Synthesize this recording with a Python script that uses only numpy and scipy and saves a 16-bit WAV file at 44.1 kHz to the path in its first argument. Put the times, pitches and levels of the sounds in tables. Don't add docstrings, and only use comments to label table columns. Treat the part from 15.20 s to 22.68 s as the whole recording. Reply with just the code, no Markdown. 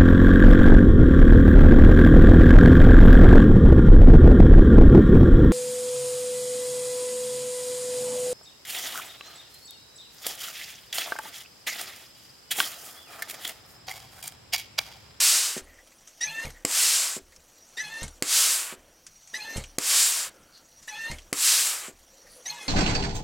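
import sys
import numpy as np
from scipy import signal
from scipy.fft import rfft, irfft
from scipy.io import wavfile
from scipy.ndimage import uniform_filter1d

SR = 44100
rng = np.random.default_rng(int(sys.argv[2]) if len(sys.argv) > 2 else 0)


def ratio(d):
    e = np.asarray(d, float) / 20
    return 10 ** e


def bounce(signal):
    frames = np.transpose(np.atleast_2d(signal))
    limited = np.clip(frames, -1, 1)
    pcm = np.round(limited * 32767).astype(np.int16)
    wavfile.write(sys.argv[1], SR, pcm)


N = 329868
T = np.arange(N) / SR
SHUT_S = 0.025

# valve opens [t/s], handle tops out [t/s], strength [level/dB], pace [1 = usual]
PULLS = [(-0.11, 0.387, 0.5, 1.042), (1.451, 1.967, 0, 0.98), (3.029, 3.529, 0.5, 1.078),
         (4.585, 5.072, 0.5, 0.99), (6.134, 6.689, 0.5, 1.043)]
# seal breaks loose [t/s], handle bottoms out [t/s], rub [level/dB], dull rub at the bottom [level/dB]
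PUSHES = [(1.006, 1.254, -46.5, -45.5), (2.57, 2.83, -47.5, -45.5), (4.133, 4.381, -47, -41),
          (5.673, 5.92, -48, -46.5), (7.258, 7.51, -47, -45)]
# [f/Hz], [level/dB], decay [t60/s]
HOUSING = [(289, -1, 0.12), (377, 18, 0.011), (503, 2, 0.042), (640, -1.5, 0.038)]


def rms_one(x):
    return x / np.sqrt(np.mean(x ** 2) + 1e-20)


def band(x, low_hz, high_hz):
    edges_hz = [low_hz, min(high_hz, .45 * SR)]
    return signal.sosfilt(signal.butter(2, edges_hz, "band", fs=SR, output="sos"), x)


def above(x, hz):
    return signal.sosfilt(signal.butter(2, hz, "high", fs=SR, output="sos"), x)


def drift(rate_hz):
    r = np.exp(-40 * np.pi * rate_hz / SR)
    draws = rng.standard_normal(N // 20 + 2002)
    slow = signal.lfilter([1], [1, -2 * r, r * r], draws)[2000:]
    return np.interp(np.arange(N) / 20, np.arange(len(slow)), rms_one(slow))


def coloured(points):
    hz = np.maximum(np.arange(N // 2 + 1) * SR / N, 1)
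    point_hz, point_db = np.transpose(points)
    shape = ratio(np.interp(np.log(hz), np.log(point_hz), point_db))
    return rms_one(irfft(rfft(rng.standard_normal(N)) * shape, N))


def whistle(peaks):
    out = 0
    for hz, width_hz, level_db in peaks:
        r = np.exp(-np.pi * width_hz / SR)
        resonance = [1, -2 * r * np.cos(2 * np.pi * hz / SR), r * r]
        tone = signal.lfilter([1, 0, -1], resonance, rng.standard_normal(N))
        out = out + ratio(level_db + 3.0 * drift(10)) * rms_one(tone)
    return out


def strike(events, modes, spread_db, soft_hz, bounces=((0, 0),)):
    out = np.zeros(N)
    for k, (hz, level_db, t60) in enumerate(modes):
        clicks = np.full(N, 1e-18)
        for lag, lag_db in bounces:
            at = np.round((events[:, 0] + lag) * SR).astype(int)
            chance_db = spread_db * rng.standard_normal(len(at))
            clicks[at] += ratio(events[:, 1] + level_db + lag_db + chance_db)
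        r, w = ratio(-60 / (t60 * SR)), 2 * np.pi * hz / SR
        ringing = signal.lfilter([0, np.sin(w)], [1, -2 * r * np.cos(w), r * r], clicks)
        sign = -1 if hz > 1000 and k % 2 else 1
        out += sign * ringing
    soft = np.exp(-2 * np.pi * soft_hz / SR)
    return signal.lfilter([1 - soft], [1, -soft], out)


def in_time(tables):
    s, *columns = np.transpose(np.concatenate(tables))
    gate = sum((T >= rows[0][0]) * (T < rows[-1][0]) for rows in tables)
    curves = [uniform_filter1d(np.interp(T, s, c), size=220) for c in columns]
    return uniform_filter1d(gate * 1., size=220), curves


def pull(start, stop, db, pace):
    # after the valve [t/s], [level/dB]
    flow = [(0, -27), (.01, -37), (.06, -26), (.12, -18.5), (.2, -17.5), (.3, -20.5), (.4, -26), (.5, -35),
            (.6, -46)]
    after, shape_db = np.transpose(flow)
    s = start + after / pace
    s = np.append(s[s < stop], [stop, stop + SHUT_S])
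    flow_db = np.interp((np.minimum(s, stop) - start) * pace, after, shape_db)
    core_db = db + flow_db - 463 * np.maximum(s - stop, 0)
    under = flow_db + 17
    lows_db = -18 + (0.31 - 1) * under
    highs_db = -3.5 + (1.06 - 1) * under
    nozzle_db = -13 + (0.73 - 1) * under
    return np.transpose([s, core_db, lows_db, highs_db, nozzle_db])


def jet():
    # [f/Hz], [level/dB per Hz]
    jet_colour = [(150, -92), (250, -25.5), (662, -16.5), (816, -16), (1140, -11), (2130, -10), (2760, -8),
                  (3460, -8), (4900, -3.5), (8550, -3.5), (16000, -25)]
    gate, (core_db, lows_db, highs_db, nozzle_db) = in_time([pull(*row) for row in PULLS])
    air = coloured(jet_colour)
    lows = signal.sosfilt(signal.butter(2, 2700, fs=SR, output="sos"), air)
    highs = above(air, 10300)
    mix = rms_one(air - lows - highs) * ratio(0.81 * drift(2.2))
    mix += rms_one(lows) * ratio(lows_db + 1.1 * drift(12))
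    mix += rms_one(highs) * ratio(highs_db + .9 * drift(12))
    mix += ratio(nozzle_db) * whistle([(7500, 650, 0)])
    eddies_db = 0.34 * drift(12.0)
    return gate * ratio(core_db + eddies_db) * mix


def clacks():
    # [t/s], crack [peak level/dB], body [level/dB]
    snaps = [
        (1.4505, -9.5, -45),
        (3.024, -8.5, -44.5),
        (4.585, -9, -45.5),
        (6.129, -10.5, -45.5),
    ]
    # [f/Hz], [level/dB], decay [t60/s]
    valve_modes = [(1120, -12, .01), (2100, -8, .006), (3000, -9, .006), (4420, -9, .007), (5200, -6, .007),
                   (6500, -6, .008), (7400, -1, .008), (8300, -5, .006), (10300, -6, .006),
                   (12600, -10, .005), (14800, -13, .004)]
    rows = np.array(snaps)
    ragged = ((-.0007, -39), (-.0003, -7), (.0002, 8), (.0027, -7))
    crack = strike(rows, valve_modes, 3.0, 15000, ragged)
    body = strike(rows[:, [0, 2]] - [.0018, 0], HOUSING, 1, 1100)
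    return ratio(-10) * crack + ratio(10.5) * above(body, 108.8)


def handle():
    # [t/s], [peak level/dB]
    thumps = [(1.251, -26.5), (2.821, -24), (4.361, -21), (5.901, -25)]
    # [f/Hz], [level/dB], decay [t60/s]
    floorboards = [(33, -5, 0.56), (71.5, -4, 0.31), (111.6, -19, 0.22), (140, -2.5, 0.11), (189, 0, 0.036),
                   (313, -15.5, 0.059), (446, -13.5, 0.13), (556, -2.5, 0.036), (680, -27, 0.089)]
    # [t/s], [peak level/dB]
    stops = [(0.366, -30), (1.966, -34), (3.525, -38), (6.683, -37)]
    # [t/s], [level/dB]
    groans = [(1.07, -38.5), (2.633, -42), (4.198, -56), (5.742, -51.5), (7.29, -43)]
    rattle = ((0, -1.5), (.008, -18), (.019, -0.5), (.027, -18), (.055, -42))
    down = strike(np.array(thumps), floorboards, 2.5, 900, rattle)
    shudder = ((0, -13.5), (.02, -11), (.04, -26))
    load = strike(np.array(groans), [(160, 0, 0.27)], 1.9, 300, shudder)
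    clatter = ((0, 0), (.005, -4), (.013, -7), (.03, -12))
    knock = above(strike(np.array(stops), HOUSING, 2.5, 900, clatter), 170)
    sway = strike(np.array(stops), floorboards[:2], 0.95, 58, ((.05, 1), (.12, -5), (.2, -6.5)))
    return ratio(-7.0) * down + load + ratio(-8.5) * knock + ratio(-14.5) * sway


def stick_slip(tables, wobble, rough, extra, scratch_db):
    gate, (hz, *levels_db) = in_time(tables)
    on = gate > 0
    phase = (2 * np.pi * np.cumsum(hz * (1 + wobble * drift(42.5))) / SR)[on]
    mean_db = np.mean(levels_db, axis=0)[on]
    scratch = rms_one(band(rng.standard_normal(N), 2040, 6400))[on]
    out = ratio(mean_db + scratch_db) * scratch
    lines = [(k + 1, db[on]) for k, db in enumerate(levels_db)]
    lines += [(k, mean_db + db) for k, db in extra]
    for k, db in lines:
        blur = rough * np.sqrt(k)
        slips = (1 + blur * drift(49)[on]) * np.sin(k * phase + k)
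        slips += blur * drift(73)[on] * np.cos(k * phase + k)
        out += ratio(db + 1.5 * drift(20)[on]) * slips / np.sqrt(.5 + blur ** 2)
    gate[on] *= out
    return gate


def outer_seal():
    # [t/s], [f/Hz], length [s], [level/dB], third partial at its top [level/dB]
    chirps = [(1.008, 1867, 0.06, -30, -27.5), (2.569, 1832, 0.062, -32, -38.5),
              (4.138, 1897, 0.044, -31.5, -34.5), (5.678, 1895, 0.0276, -36, -35.5),
              (7.255, 1923, .02, -33.5, -32), (7.278, 2120, 0.017, -41, -25.5)]
    # [t/s], second partial at start, midway, at bottom [level/dB],
    # first partial late [level/dB]
    barrel = [(1.075, -34, -58, -48, -53), (2.635, -36, -54, -43.5, -63), (4.202, -39, -50, -44, -59),
              (5.715, -48, -54, -47, -62), (7.296, -24, -54, -52, -55)]
    tables = []
    for s, hz, length, db, third_db in chirps:
        shares = [0, .007 / length, 0.27, 0.76, 1]
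        fades_db = [-10, 0, 0, -11, -33]
        third_fades_db = [-15, -8, -8, 0, -10]
        rows = []
        for u, fade, third_fade in zip(shares, fades_db, third_fades_db):
            pitch = min(hz + 4600 * length * u ** 1.5, 2136)
            rows.append((s + u * length, pitch, db + fade, db + fade - 5.5, third_db + third_fade))
        tables.append(rows)
    barrel_hz, first_db, kick_db = 2087, -58.5, -48
    for (s, early, mid, last, late), (_, bottom, *_) in zip(barrel, PUSHES):
        tables.append([(s, barrel_hz + 35, first_db, early, early - 14),
                       (s + .045, barrel_hz, first_db, mid, mid - 7),
                       (0.2907 * s + 0.698 * bottom, barrel_hz, late, mid, mid - 7),
                       (bottom, barrel_hz, max(kick_db, late), last, last - 7),
                       (bottom + 0.027, 2240, kick_db - 1, last - 22, last - 22)])
    return sorted(tables)


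def inner_seal():
    # start [t/s], loudest [t/s], end [t/s], second partial [level/dB], third [level/dB]
    quick = [(1.105, 1.19, 1.253, -33.5, -41), (2.69, 2.757, 2.84, -39, -46),
             (4.245, 4.302, 4.37, -37, -49), (5.75, 5.807, 5.91, -34, -43), (7.313, 7.36, 7.39, -40.5, -46),
             (7.435, 7.464, 7.2, -50, -49)]
    return [[(s, 883, -47, second - 13, third - 5, -54),
             (top, 899, -61, second, third, -53),
             (.4 * top + .6 * end, 905, -56.5, second - 4, third - 1.5, -53),
             (end, 954, -52, second - 18, third - 10, -53)]
            for s, top, end, second, third in quick]


def slow_slips():
    # start [t/s], end [t/s], first partial at its top [level/dB],
    # second at the start [level/dB], third [level/dB]
    slow = [(1.04, 1.124, -45.5, -38, -46), (2.603, 2.705, -47, -36, -45.5),
            (4.14, 4.289, -46.5, -38.5, -52.5), (5.68, 5.787, -44.5, -40, -47),
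            (7.266, 7.366, -44.5, -47, -51), (7.367, 7.451, -52, -48, -47.5)]
    sagged_hz = 843
    return [[(s, 876, first - 14, second, third - 8, third - 9),
             (s + .55 * (end - s), sagged_hz, first, second - 14, third, third - 3),
             (end - .015, sagged_hz, first - 6, second - 16, third - 2, third - 6),
             (end, sagged_hz, first - 14, second - 22, third - 9, third - 12)]
            for s, end, first, second, third in slow]


def air_pockets():
    # after its start [t/s], [f/Hz], [level/dB]
    glide = [(0, 2300, -7), (.02, 2500, 0), (.075, 3350, -13)]
    # start [t/s], [level/dB], pitch shift [f/Hz]
    squeezes = [(1.064, -39.5, 0), (2.63, -47, 0), (4.19, -44.5, 0), (5.72, -45, 0), (7.275, -46, -150)]
    return [np.add(glide, (s, shift_hz, db)) for s, db, shift_hz in squeezes]


def seals():
    out = stick_slip(outer_seal(), .008, .6, [(1.5, -13), (2.5, -9), (4, -12), (5, -16)], -6)
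    out += stick_slip(inner_seal(), .003, .17, [(1.5, -12), (5, -13), (7, -13)], -11)
    out += stick_slip(slow_slips(), .003, .2, [], -13)
    return out + stick_slip(air_pockets(), .012, .6, [], -14)


def seal_motion():
    # rub, rub at the end, dull, dull at the end, leak at the end [all level/dB]
    rests = [(-63, -59, -58, -68.5, -63.5), (-64, -58, -63, -64, -61.5), (-65.5, -59, -57, -73, -56.5),
             (-64.5, -61, -58, -67, -61), (-62, -57.5, -64.5, -60.5, -57)]
    # [t/s], [level/dB]
    rebounds = [(1.3, -66), (2.88, -62), (4.435, -57.5), (5.981, -64)]
    rub, leak = [], []
    valves = [p[0] - .011 for p in PULLS[1:]] + [9]
    for (_, top, *_), rest, push, opening in zip(PULLS, rests, PUSHES, valves):
        rub_db, rub_end_db, dull_rest_db, dull_end_db, leak_end_db = rest
        start, bottom, db, dull_db = push
        creeping = [(top, rub_db - 1, dull_rest_db),
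                    (top + 0.068, rub_db - 1, dull_rest_db),
                    ((top + start) / 2, rub_db, (dull_rest_db + dull_end_db) / 2),
                    (start, rub_end_db, dull_end_db)]
        pushing = [(start, db + 1.5, dull_db - 9),
                   (start + 0.02, db, dull_db - 16),
                   ((start + bottom) / 2, db - 3.5, dull_db - 16),
                   (bottom, db + 1.5, dull_db),
                   (bottom + 0.088, -59.5, -60),
                   (opening, -64.5, -60)]
        rub += [creeping, pushing]
        leak_from_db = -75
        knee_db = leak_from_db + 0.45 * (leak_end_db - leak_from_db)
        shut = top + SHUT_S
        leak.append([(shut, leak_from_db), (shut + 0.24, knee_db), (start, leak_end_db)])
    for (s, db), opening in zip(rebounds, valves):
        leak.append([(s, db), (opening, db - 80 * (opening - s))])
    return rub, sorted(leak)


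def rubbing():
    # [f/Hz], [level/dB per Hz]
    rub_colour = [(410, -9.5), (700, -4), (1580, -9), (1820, -7.5), (3460, -8), (4430, -8.5), (6150, -4),
                  (10700, -10.5), (15200, -10.5), (16000, -39)]
    # [f/Hz], [level/dB per Hz]
    dull_colour = [(120, -42), (200, 1.5), (329, 5), (406, -1), (512, 6.5), (1040, -6), (1330, -3.5),
                   (2500, -9.5), (3250, -6), (5500, -120)]
    # [f/Hz], width [Hz], [level/dB]
    leak_peaks = [(5750, 60, 0), (5950, 140, -7), (4400, 160, -9), (6500, 250, -9)]
    moving, leaks = seal_motion()
    gate, (rub_db, dull_db) = in_time(moving)
    leaking, (leak_db,) = in_time(leaks)
    noise = coloured(rub_colour)
    edges = 700 * 2 ** np.arange(0, 4.8, .4)
    patches = noise + sum(.6 * drift(18) * band(noise, low, high) for low, high in zip(edges, edges[1:]))
    grain_db = 1.2 * drift(36) + 1.9 * drift(250)
    rub = ratio(rub_db + 0.5 + grain_db) * band(patches, 200, 11600)
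    dull = ratio(dull_db - 1.0 + 0.74 * drift(33)) * coloured(dull_colour)
    return gate * (rub + dull) + leaking * ratio(leak_db + 0.5) * whistle(leak_peaks)


def ticks():
    # [t/s], [peak level/dB], centre [f/Hz], decay [t60/s]
    loose_parts = [(0.377, -21.5, 6170, 0.061), (0.6724, -40, 8830, 0.045), (0.718, -44, 2280, 0.073),
                   (0.8736, -37, 5900, 0.13), (1.2537, -23, 2300, 0.022), (1.304, -30.5, 1850, 0.04),
                   (2.121, -42, 2050, 0.09), (2.162, -36.5, 5500, 0.036), (2.2463, -72, 6050, 0.045),
                   (2.8295, -22, 6800, 0.084), (2.8796, -28, 6700, 0.041), (3.8658, -28.5, 5630, 0.053),
                   (4.0738, -38, 6060, 0.059), (4.368, -22.5, 7060, 0.11), (4.4384, -26, 2750, 0.044),
                   (5.375, -44, 5540, 0.05), (5.6258, -39.5, 5610, 0.11), (5.914, -21, 2190, 0.045),
                   (5.9842, -31.5, 2840, 0.055)]
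    out, t = np.zeros(N), np.arange(4000) / SR
    for s, peak_db, hz, t60 in loose_parts:
        noise = rng.standard_normal(4000)
        snap = rms_one(band(band(noise, 1500, 9500), 800, 11000))
        ring = rms_one(band(noise, .85 * hz, 1.2 * hz))
        burst = (snap + .9 * ring) * ratio(peak_db - 12.0 - 60 * t / max(t60, .005))
        at = round(s * SR)
        out[at:at + 4000] += burst * np.minimum(t * 1500, 1)
    return out


def rustles():
    # [t/s], length [s], [f/Hz], [level/dB]
    shifts = [(0.453, 0.18, 1920, -61), (1.343, 0.12, 1900, -59), (5.106, 0.38, 1370, -67),
              (5.32, 0.091, 4400, -58), (6.902, 0.36, 520, -62), (6.997, 0.25, 1860, -66),
              (7.056, 0.13, 4530, -56.5), (7.056, 0.17, 9900, -57)]
    out = ratio(-66.5) * rms_one(above(rng.standard_normal(N), 3000))
    for s, length, hz, db in shifts:
        swell = np.sin(np.pi * np.clip((T - s) / length, 0, 1)) ** .5
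        out += swell * ratio(db + 2 * drift(25)) * whistle([(hz, 0.086 * hz, 0)])
    return out


def rumble():
    # [f/Hz], [level/dB per Hz]
    rumble_colour = [(12, -30), (20, 2), (43, -7), (92, -9.5), (167, -11), (230, -14.5), (250, -25.5),
                     (320, -52.5), (550, -120)]
    return ratio(-70 + 3.2 * drift(8.1)) * coloured(rumble_colour)


def room(x, t60, wet_db):
    t = np.arange(SR // 2) / SR
    tail = band(rng.standard_normal(len(t)), 194, 4700) * ratio(-60 * t / t60) * (t > .004)
    tail /= np.sqrt(np.sum(tail ** 2))
    return x + ratio(wet_db) * signal.fftconvolve(x, tail)[:N]


def scene():
    pump = room(jet() + clacks() + handle() + seals() + ticks(), 0.19, -16.5)
    pump += rubbing() + rustles() + rumble()
    pump *= np.minimum(T * 400, 1) ** 2
    return np.stack([pump, pump])


def roll_off(x):
    return signal.sosfilt(signal.butter(12, 16990, fs=SR, output="sos"), x)


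def record(dry):
    loud_db = 10 * np.log10(uniform_filter1d(dry ** 2, size=3000) + 1e-12)
    loud_db = np.interp(T - .05, T, loud_db[0])
    lows = signal.sosfiltfilt(signal.butter(4, 210, fs=SR, output="sos"), dry)
    kept = dry - lows * np.clip((loud_db + 24.5) / 3, 0, 1)
    top_cut = signal.ellip(10, .5, 70, 16100, fs=SR, output="sos")
    return roll_off(signal.sosfilt(top_cut, kept))


dry = scene()
out = record(dry)
bounce(out)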